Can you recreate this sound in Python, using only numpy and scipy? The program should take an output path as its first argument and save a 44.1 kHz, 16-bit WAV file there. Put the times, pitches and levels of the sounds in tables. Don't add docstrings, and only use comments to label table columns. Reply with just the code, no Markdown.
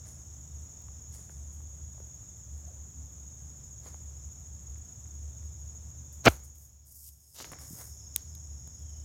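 import sys
import numpy as np
from scipy import signal
from scipy.fft import rfft, irfft
from scipy.io import wavfile

SR = 44100
rng = np.random.default_rng(int(sys.argv[2]) if len(sys.argv) > 2 else 0)


def wav_out(sig):
    wavfile.write(sys.argv[1], SR, np.round(np.clip(np.atleast_2d(sig).T, -1, 1) * 32767).astype(np.int16))


def to_linear_factor(level_db):
    exponent = np.asarray(level_db, float) / 20
    return 10 ** exponent


N = 398663
T = np.arange(N) / SR


def curves(tables, rest_db=None):
    rows = []
    for table in tables:
        if rest_db is None:
            rows += list(table)
        else:
            quiet = [rest_db] * (len(table[0]) - 1)
            rows += [(table[0][0] - 0.003, *quiet), *table, (table[-1][0] + 0.004, *quiet)]
    times, *columns = np.transpose(rows)
    return [np.interp(T, times, column) for column in columns]


def unit(x):
    return x / np.sqrt(np.mean(x ** 2))


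def noise(points, band_hz=(0, SR)):
    hz, db = np.transpose(points)
    f = np.arange(1, N // 2 + 2) * SR / N
    gain = to_linear_factor(np.interp(np.log(f), np.log(hz), db, -99, -99))
    in_band = (f > band_hz[0]) & (f < band_hz[1])
    share = np.sum(gain[in_band] ** 2) / np.sum(gain ** 2)
    coloured = irfft(rfft(rng.standard_normal(N)) * gain, N)
    return unit(coloured) / np.sqrt(share)


def walk(rate):
    place = T * rate
    k = place.astype(int)
    level = 1.15 * rng.standard_normal(k[-1] + 2)
    part = place - k
    return level[k] + np.diff(level)[k] * part * part * (3 - 2 * part)


def tone(hz):
    return 2 * np.pi * np.cumsum(hz * np.ones(N)) / SR


def from_stroke(cycles):
    return (cycles + 0.5) % 1 - 0.5


def strokes(cycles, share):
    return np.cos(np.pi * np.clip(from_stroke(cycles) / share, -0.5, 0.5))


def with_octave(phase, octave_db):
    return np.sin(phase) + to_linear_factor(octave_db) * np.sin(2 * phase)


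def leaves(x, t60=0.39567, wet_db=-5):
    t = T[:int(t60 * SR)]
    tail = rng.standard_normal(len(t)) * to_linear_factor(-60 * t / t60)
    tail = tail / np.sqrt(np.sum(tail ** 2))
    return unit(x + to_linear_factor(wet_db) * signal.fftconvolve(x, tail)[:N])


def crickets(voices, octave_db, count, scatter=0.02):
    out = 0
    for hz, spread_hz, db, rate, share in voices:
        chances = rng.standard_normal((count, 2))
        for pitch, (tempo, start) in zip(np.linspace(-1.3, 1.3, count), chances):
            cycles = rate * (1 + scatter * tempo) * T + 3 * start
            sagging_hz = hz * (1 - 0.028 * from_stroke(cycles))
            phase = tone(sagging_hz + spread_hz * (pitch + 1.3 * walk(90)))
            loudness = to_linear_factor(db + 1.5 * walk(3)) * strokes(cycles, share)
            out = out + loudness * with_octave(phase, octave_db)
    return out


# (time [s], chirps sung so far [count])
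CHIRP_COUNT = [(0, .42), (4.5, 60.24), (7.7, 102.99), (9.04, 120.85)]
# (pitch [Hz], relative level [dB])
CHIRP_TONES = [(6650, 2.5), (13250, 2), (13730, -2.5)]
# (time [s], main level [dB], octave level [dB])
CHIRP_LEVELS = [(0, -5, -22), (4.3, -4.5, -21), (7.5, -4, -24), (8.3, 5, -22), (8.75, 4.5, -22),
                (9.04, -3.5, -22)]


def near_cricket():
    cycles, = curves([CHIRP_COUNT])
    main_db, octave_db = curves([CHIRP_LEVELS])
    bend = (1 - 0.03 * from_stroke(cycles)) * (1 + 0.006 * walk(14))
    tones = []
    for hz, db in CHIRP_TONES:
        phase = tone(hz * bend * (1 + 0.0045 * walk(3.5)))
        tones.append(to_linear_factor(db + 2.2 * walk(17)) * np.sin(phase))
    main, *octave = tones
    return (to_linear_factor(main_db) * main + to_linear_factor(octave_db) * sum(octave)) * strokes(cycles, 0.36)


# (pitch [Hz], level next to the chorus [dB])
WHINE_TONES = [(14000, -29.5), (15000, -48.5)]


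def whine():
    return sum(np.sqrt(2) * to_linear_factor(db) * np.sin(tone(hz)) for hz, db in WHINE_TONES)


# (wing pitch [Hz], pitch spread scale [Hz], relative level [dB], pulses [per s], share of the cycle sung [0-1])
CHORUS_VOICES = [(6260, 20, -9, 45, 0.28), (6516, 77, -6, 27, 0.4), (6713, 80, 0.5, 13.4, 0.3),
                 (6870, 90, -3.5, 28, 0.64), (7200, 100, -8.5, 55, 0.25), (7370, 88, -14.5, 60, 0.54),
                 (7800, 15, -22.5, 84, .7), (3470, 110, -28, 30, 0.55), (10830, 70, -37, 60, .6)]


def chorus():
    crowd = leaves(crickets(CHORUS_VOICES, octave_db=-34.5, count=5))
    return to_linear_factor(-51.5) * unit(crowd + near_cricket() + whine())


# (wing pitch [Hz], pitch spread scale [Hz], relative level [dB], pulses [per s], share of the cycle sung [0-1])
TRILL_VOICES = [(5480, 35, -3.5, 88, .45), (5578.1, 73, -4, 47, 0.61), (5900, 110, -6, 81, 0.57)]
# (time [s], level [dB])
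TRILL_LEVEL = [(0, -67), (1.8, -71), (6.2, -69.5), (7.3, -63), (7.9, -62.5), (9.04, -66)]


def trillers():
    song = leaves(crickets(TRILL_VOICES, octave_db=-15, count=3, scatter=0.0037))
    return to_linear_factor(curves([TRILL_LEVEL])[0]) * song


# (time [s], level [dB])
NEAR_TRILL_LEVEL = [(0, -84.5), (3, -77), (6.3, -76.5), (6.8, -83), (7.2, -76.5), (7.5, -61.5), (7.9, -63),
                    (8.5, -67), (9.04, -67.5)]


def near_triller():
    hz, pulses_per_s, sweep = 5350, 97, 0.25
    cycles = pulses_per_s * T + 0.3 * walk(2.3)
    phase = tone(hz * (1 - sweep * from_stroke(cycles) + 0.015 * walk(30)))
    song = strokes(cycles, 0.46) * to_linear_factor(2.5 * walk(40)) * with_octave(phase, octave_db=-15)
    return to_linear_factor(curves([NEAR_TRILL_LEVEL])[0]) * leaves(song, t60=0.1, wet_db=-7.5)


def friction(rubs, swell):
    power = np.zeros((2, N))
    for s, swell_s, fade_s, *db in rubs:
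        on = slice(max(int((s - swell_s) * SR), 0), int((s + 3 * fade_s) * SR))
        rise = np.clip(1 + (T[on] - s) / swell_s, 0, 1) ** swell
        fall = to_linear_factor(-22 * np.clip(T[on] - s, 0, 1) / fade_s)
        power[:, on] += np.outer(to_linear_factor(np.array(db)), rise * fall) ** 2
    return np.sqrt(power)


# (peak time [s], swell [s], fade [s], hiss level [dB], sizzle level [dB])
SLIDE_RUBS = [(.086, 0.02758, 0.1393, -60.5, -70), (1.146, .025, 0.2018, -59, -64.5),
              (1.31, 0.0194, 0.25, -68.5, -74), (1.53, 0.01044, .12, -67.5, -69),
              (2.578, .02, .12, -74, -74.5), (3.88, 0.05453, 0.138, -65.5, -67.5),
              (6.13, .006, .13, -66, -63), (6.3, .004, 0.097, -53.5, -50), (6.447, 0.014, 0.0907, -62, -63),
              (6.628, 0.087, .15, -67, -62), (7.0, .15, .3, -59, -57), (7.092, 0.086, 0.014, -56, -53),
              (7.11, 0.0039, 0.073, -78, -73), (7.321, .12, 0.0665, -66, -67),
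              (7.43, 0.1, .012, -57.5, -55.5), (7.45, .005, 0.1263, -63, -61),
              (7.523, .005, 0.01, -50, -58), (7.535, .003, 0.036, -64, -65),
              (7.631, 0.0472, .3, -57.5, -59), (7.811, 0.14, 0.1898, -54, -53),
              (8.164, .002, .2, -67.5, -65), (8.444, .01, .09, -73, -79)]
# (peak time [s], swell [s], fade [s], drag level [dB], scuff level [dB])
DRAG_RUBS = [(.06, 0.04, 0.1506, -66, -73), (1.146, 0.052, 0.241, -66.5, -71),
             (1.31, .025, 0.1312, -69, -84), (3.87, 0.0681, 0.14, -59.5, -68),
             (6.31, 0.0096, 0.19, -59, -68.5), (6.42, .02, .05, -71, -84), (7.09, 0.081, 0.0215, -90, -70),
             (7.405, 0.068, 0.061, -54.5, -51), (7.43, .03, 0.0087, -54, -51),
             (7.448, 0.00376, 0.12, -55.5, -60.5), (7.52, 0.0026, 0.12, -53.5, -70),
             (7.631, 0.1048, 0.1279, -59, -68.5), (7.811, 0.10173, .1, -55.5, -65),
             (8.165, .002, .15, -64, -64.5)]
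# (frequency [Hz], relative level per Hz [dB])
HISS_COLOUR = [(3800, -36.5), (5000, -7.5), (8500, -1.5), (10500, -2.5), (12500, -18.5)]
SIZZLE_COLOUR = [(9500, -25), (11500, -0.5), (13000, -1), (16000, -7)]
DRAG_COLOUR = [(120, -31.5), (250, 2.5), (700, -2), (2200, -6), (3000, -31.5)]
SCUFF_COLOUR = [(1500, -29.5), (2800, -7.5), (4500, -2.5), (7000, 0.5), (9000, -25)]


def rubbing():
    hiss, sizzle = friction(SLIDE_RUBS, swell=0.4)
    drag, scuff = friction(DRAG_RUBS, swell=1.3)
    rub = hiss * noise(HISS_COLOUR, (8200, 11000)) + sizzle * noise(SIZZLE_COLOUR, (11500, 15500))
    rub = rub + drag * noise(DRAG_COLOUR, (300, 2400)) + scuff * noise(SCUFF_COLOUR, (2500, 4700))
    return rub * to_linear_factor(2.2 * walk(400))


# (time [s], scrape level [dB], body level [dB])
KNOCK_LEVELS = [(6.236, -63, -66), (6.255, -27.5, -28), (6.262, -25, -18), (6.268, -35.5, -17.5),
                (6.2695, -34.5, -8.5), (6.281, -40, -9), (6.285, -36.5, -26), (6.293, -48, -44),
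                (6.42, -85.5, -78.5)]
# (frequency [Hz], relative level per Hz [dB])
SCRAPE_COLOUR = [(1470, -35), (2500, -5.5), (4310, -1.5), (4910, -10), (6110, 4.5), (9150, -13),
                 (11900, -12), (16000, -12.5)]
BODY_COLOUR = [(59, -31.5), (100, -4), (724, -2), (1060, -6.5), (1400, -3), (1880, -14.5), (2180, -7.5),
               (3440, -19.5), (4700, -23), (8000, -48.5), (10400, -76), (17600, -120)]


def knock():
    scrape_db, body_db = curves([KNOCK_LEVELS], -110)
    scrape = to_linear_factor(scrape_db + 4.4 * walk(400)) * noise(SCRAPE_COLOUR)
    return scrape + to_linear_factor(body_db) * noise(BODY_COLOUR)


def thud():
    start_s, hz, start_db, t60_s = 6.2835, 95.5, -19, 0.1274
    fall = 14
    t = np.clip(T - start_s, 0, None)
    return to_linear_factor(start_db - 60 * t / t60_s) * np.sin(2 * np.pi * hz * np.log1p(fall * t) / fall)


def add(out, s, blow):
    start = int(s * SR)
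    out[start:start + len(blow)] += blow


def ring(modes, chances, rise_s):
    t = T[:4096]
    y = 0
    for (hz, db, t60), chance in zip(modes, chances):
        loudness = to_linear_factor(db + 2 * chance - 60 * t / t60)
        y = y + loudness * np.sin(2 * np.pi * hz * (1 + 0.044 * chance) * t + chance)
    y = y * np.sin(np.pi / 2 * np.clip(t / rise_s, 0, 1)) ** 4
    return y / np.abs(y).max()


# (time [s], peak level [dB])
CASE_TICKS = [(0.0877, -47), (0.614, -47), (0.7944, -59), (0.82, -43), (1.0243, -53), (1.1474, -45),
              (6.1315, -54), (6.2874, -24), (6.4384, -53.5), (6.556, -46), (7.5183, -36), (7.5877, -46),
              (7.7064, -49.5), (7.7303, -50), (8.1614, -9), (8.3513, -35), (8.675, -40), (8.7934, -48.5)]
# (pitch [Hz], relative level [dB], time to fade 60 dB [s])
PLASTIC_MODES = [(2312, -24, .003), (3610, -16, 0.0029), (4300, -18, 0.0015), (5004, -13.5, .0025),
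                 (6400, -8.5, .0025), (7900, -8.5, 0.0025), (9100, -2.5, 0.0023), (11100, -3, .002),
                 (12600, 2.5, 0.0017), (14000, -4.5, 0.0017), (15300, 2, 0.0019)]


def ticks():
    out = np.zeros(N + 4096)
    for s, db in CASE_TICKS:
        chances = rng.standard_normal(len(PLASTIC_MODES))
        add(out, s, to_linear_factor(db) * ring(PLASTIC_MODES, chances, 0.0012))
    return out[:N]


# (time [s], peak level [dB], pitch [Hz])
CASE_TAPS = [(.055, -51.5, 1200), (.885, -51, 1090), (1.295, -46.5, 1510), (1.605, -50, 900),
             (1.98, -51, 600), (2.002, -43.5, 567), (3.861, -41.5, 600), (3.877, -46, 600),
             (3.907, -50, 4800), (3.944, -41, 720), (4.759, -51, 2013), (5.057, -52, 2000),
             (5.429, -54.5, 1880), (5.75, -52, 760), (6.269, -6, 630.1), (6.2775, -5, 327.6),
             (7.519, -44, 1003), (7.519, -40.5, 110), (7.531, -36, 900), (7.588, -43, 1390),
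             (7.706, -39.5, 140), (7.73, -38, 147.9), (7.785, -52, 900)]
# (multiple of its pitch [ratio], relative level [dB], time to fade 60 dB [cycles])
DULL_MODES = [(.6, -3.5, 2.9), (1, -1, 6.5), (1.5, -7.5, 6.4), (2.3, -9.5, 6.5)]


def taps():
    out = np.zeros(N + 4096)
    for s, db, hz in CASE_TAPS:
        modes = [(k * hz, mode_db, cycles / (k * hz)) for k, mode_db, cycles in DULL_MODES]
        chances = rng.standard_normal(len(DULL_MODES))
        add(out, s, to_linear_factor(db) * ring(modes, chances, 0.42 / hz))
    return out[:N]


# (time [s], peak level [dB], length scale [s])
CASE_SNAPS = [(1.192, -49, 0.00051), (1.299, -46, 0.00049), (6.2634, -8, 0.0002), (7.4025, -31, 0.0002),
              (7.4105, -35, 0.00033), (7.4450, -27, 0.00011), (7.518, -35, 0.00025),
              (7.5344, -32, 0.0001604), (8.162, -38, 0.00046), (8.676, -46, .0004)]


def snaps():
    out = np.zeros(N)
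    for s, db, length_s in CASE_SNAPS:
        u = T[:256] / length_s - 2
        push = -np.exp(-(2 * u) ** 2)
        rebound = 0.45 * np.exp(-(u - 1.6) ** 2)
        add(out, s - 2 * length_s, to_linear_factor(db) * (push + rebound))
    return out


def hand():
    return rubbing() + knock() + thud() + ticks() + taps() + snaps()


# (time [s], level change [dB])
COVER_LEVEL = [(0, 0.5), (6.28, 0.5), (6.45, -4), (6.61, -7), (6.8, -11.5), (7.33, -15), (7.46, -1.5),
               (9.04, -0.5)]


def cover(share=1):
    return to_linear_factor(share * curves([COVER_LEVEL])[0])


# (time [s], level [dB])
HUM_LEVEL = [(0, -51), (.86, -49.5), (1.88, -42), (2.3, -61.5), (2.45, -47.5), (3.4, -48), (4.11, -50),
             (5.1, -46), (5.55, -42.5), (5.9, -48), (7.65, -54), (8.0, -48), (9.04, -47)]


def engine_hum():
    hz, width_hz, rough = 72.416, 14.052, 0.27
    band = noise([(hz - width_hz, -14), (hz, 0), (hz + width_hz, -14)])
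    smooth = np.sqrt(2) * np.sin(tone(hz + 2.3 * walk(8.1)))
    hum = unit((1 - rough) * smooth + rough * band)
    drone = to_linear_factor(-32 + 4 * walk(4)) * np.sin(tone(262 + 4 * walk(8)))
    return to_linear_factor(curves([HUM_LEVEL])[0] + 2.5 * walk(11)) * (hum + drone)


# (frequency [Hz], relative level per Hz [dB])
RUMBLE_COLOUR = [(25, -33), (40, -13.5), (55, -1), (70, 0.5), (95, 0), (125, -1.5), (170, -9.5),
                 (220, -21.5), (320, -28.5), (420, -60)]


def traffic_rumble():
    return to_linear_factor(-55) * noise(RUMBLE_COLOUR, (95, 200))


# (time [s], pitch [Hz], level [dB])
FAR_CALLS = [
    [(2.6, 611, -77), (2.7, 619, -60), (2.8, 583, -71.5)],
    [(8.78, 3350, -81.5), (8.82, 3300, -76), (8.92, 3125, -78), (9.0, 3041, -76), (9.04, 3020, -67)],
]


def far_calls():
    hz, = curves([[row[:2] for call in FAR_CALLS for row in call]])
    db, = curves([[row[::2] for row in call] for call in FAR_CALLS], -120)
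    return to_linear_factor(db + 4 * walk(60)) * np.sin(tone(hz + 70 * walk(130)))


# (frequency [Hz], relative level per Hz [dB])
AIR_COLOUR = [(120, -29), (200, -4.5), (400, -12), (700, -13.5), (1000, -17.5), (2850, -27.5), (4500, -30),
              (9000, -27), (12000, -30.5), (16000, -34.5)]


def air():
    return to_linear_factor(-68.5 + 0.48 * walk(9)) * noise(AIR_COLOUR, (300, 2800))


# (frequency [Hz], relative level per Hz [dB])
CIRCUIT_COLOUR = [(1500, -10.5), (4000, -3.5), (16000, 2.5)]


def circuit_hiss():
    return to_linear_factor(-76.5) * noise(CIRCUIT_COLOUR)


def scene():
    insects = cover() * (chorus() + trillers()) + near_triller()
    low = cover(0.68) * engine_hum() + cover(0.98) * traffic_rumble()
    return (insects + hand() + low + far_calls() + cover(0.93) * air())[None]


def top_cut(x):
    return signal.sosfilt(signal.butter(12, 17130, fs=SR, output="sos"), x)


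def record(dry):
    low_cut = signal.butter(2, 28, "high", fs=SR, output="sos")
    heard = signal.sosfilt(low_cut, dry) + circuit_hiss()
    mix = 1.364 * np.tanh(heard / 1.437)
    return top_cut(mix)


dry = scene()
out = record(dry)
wav_out(out)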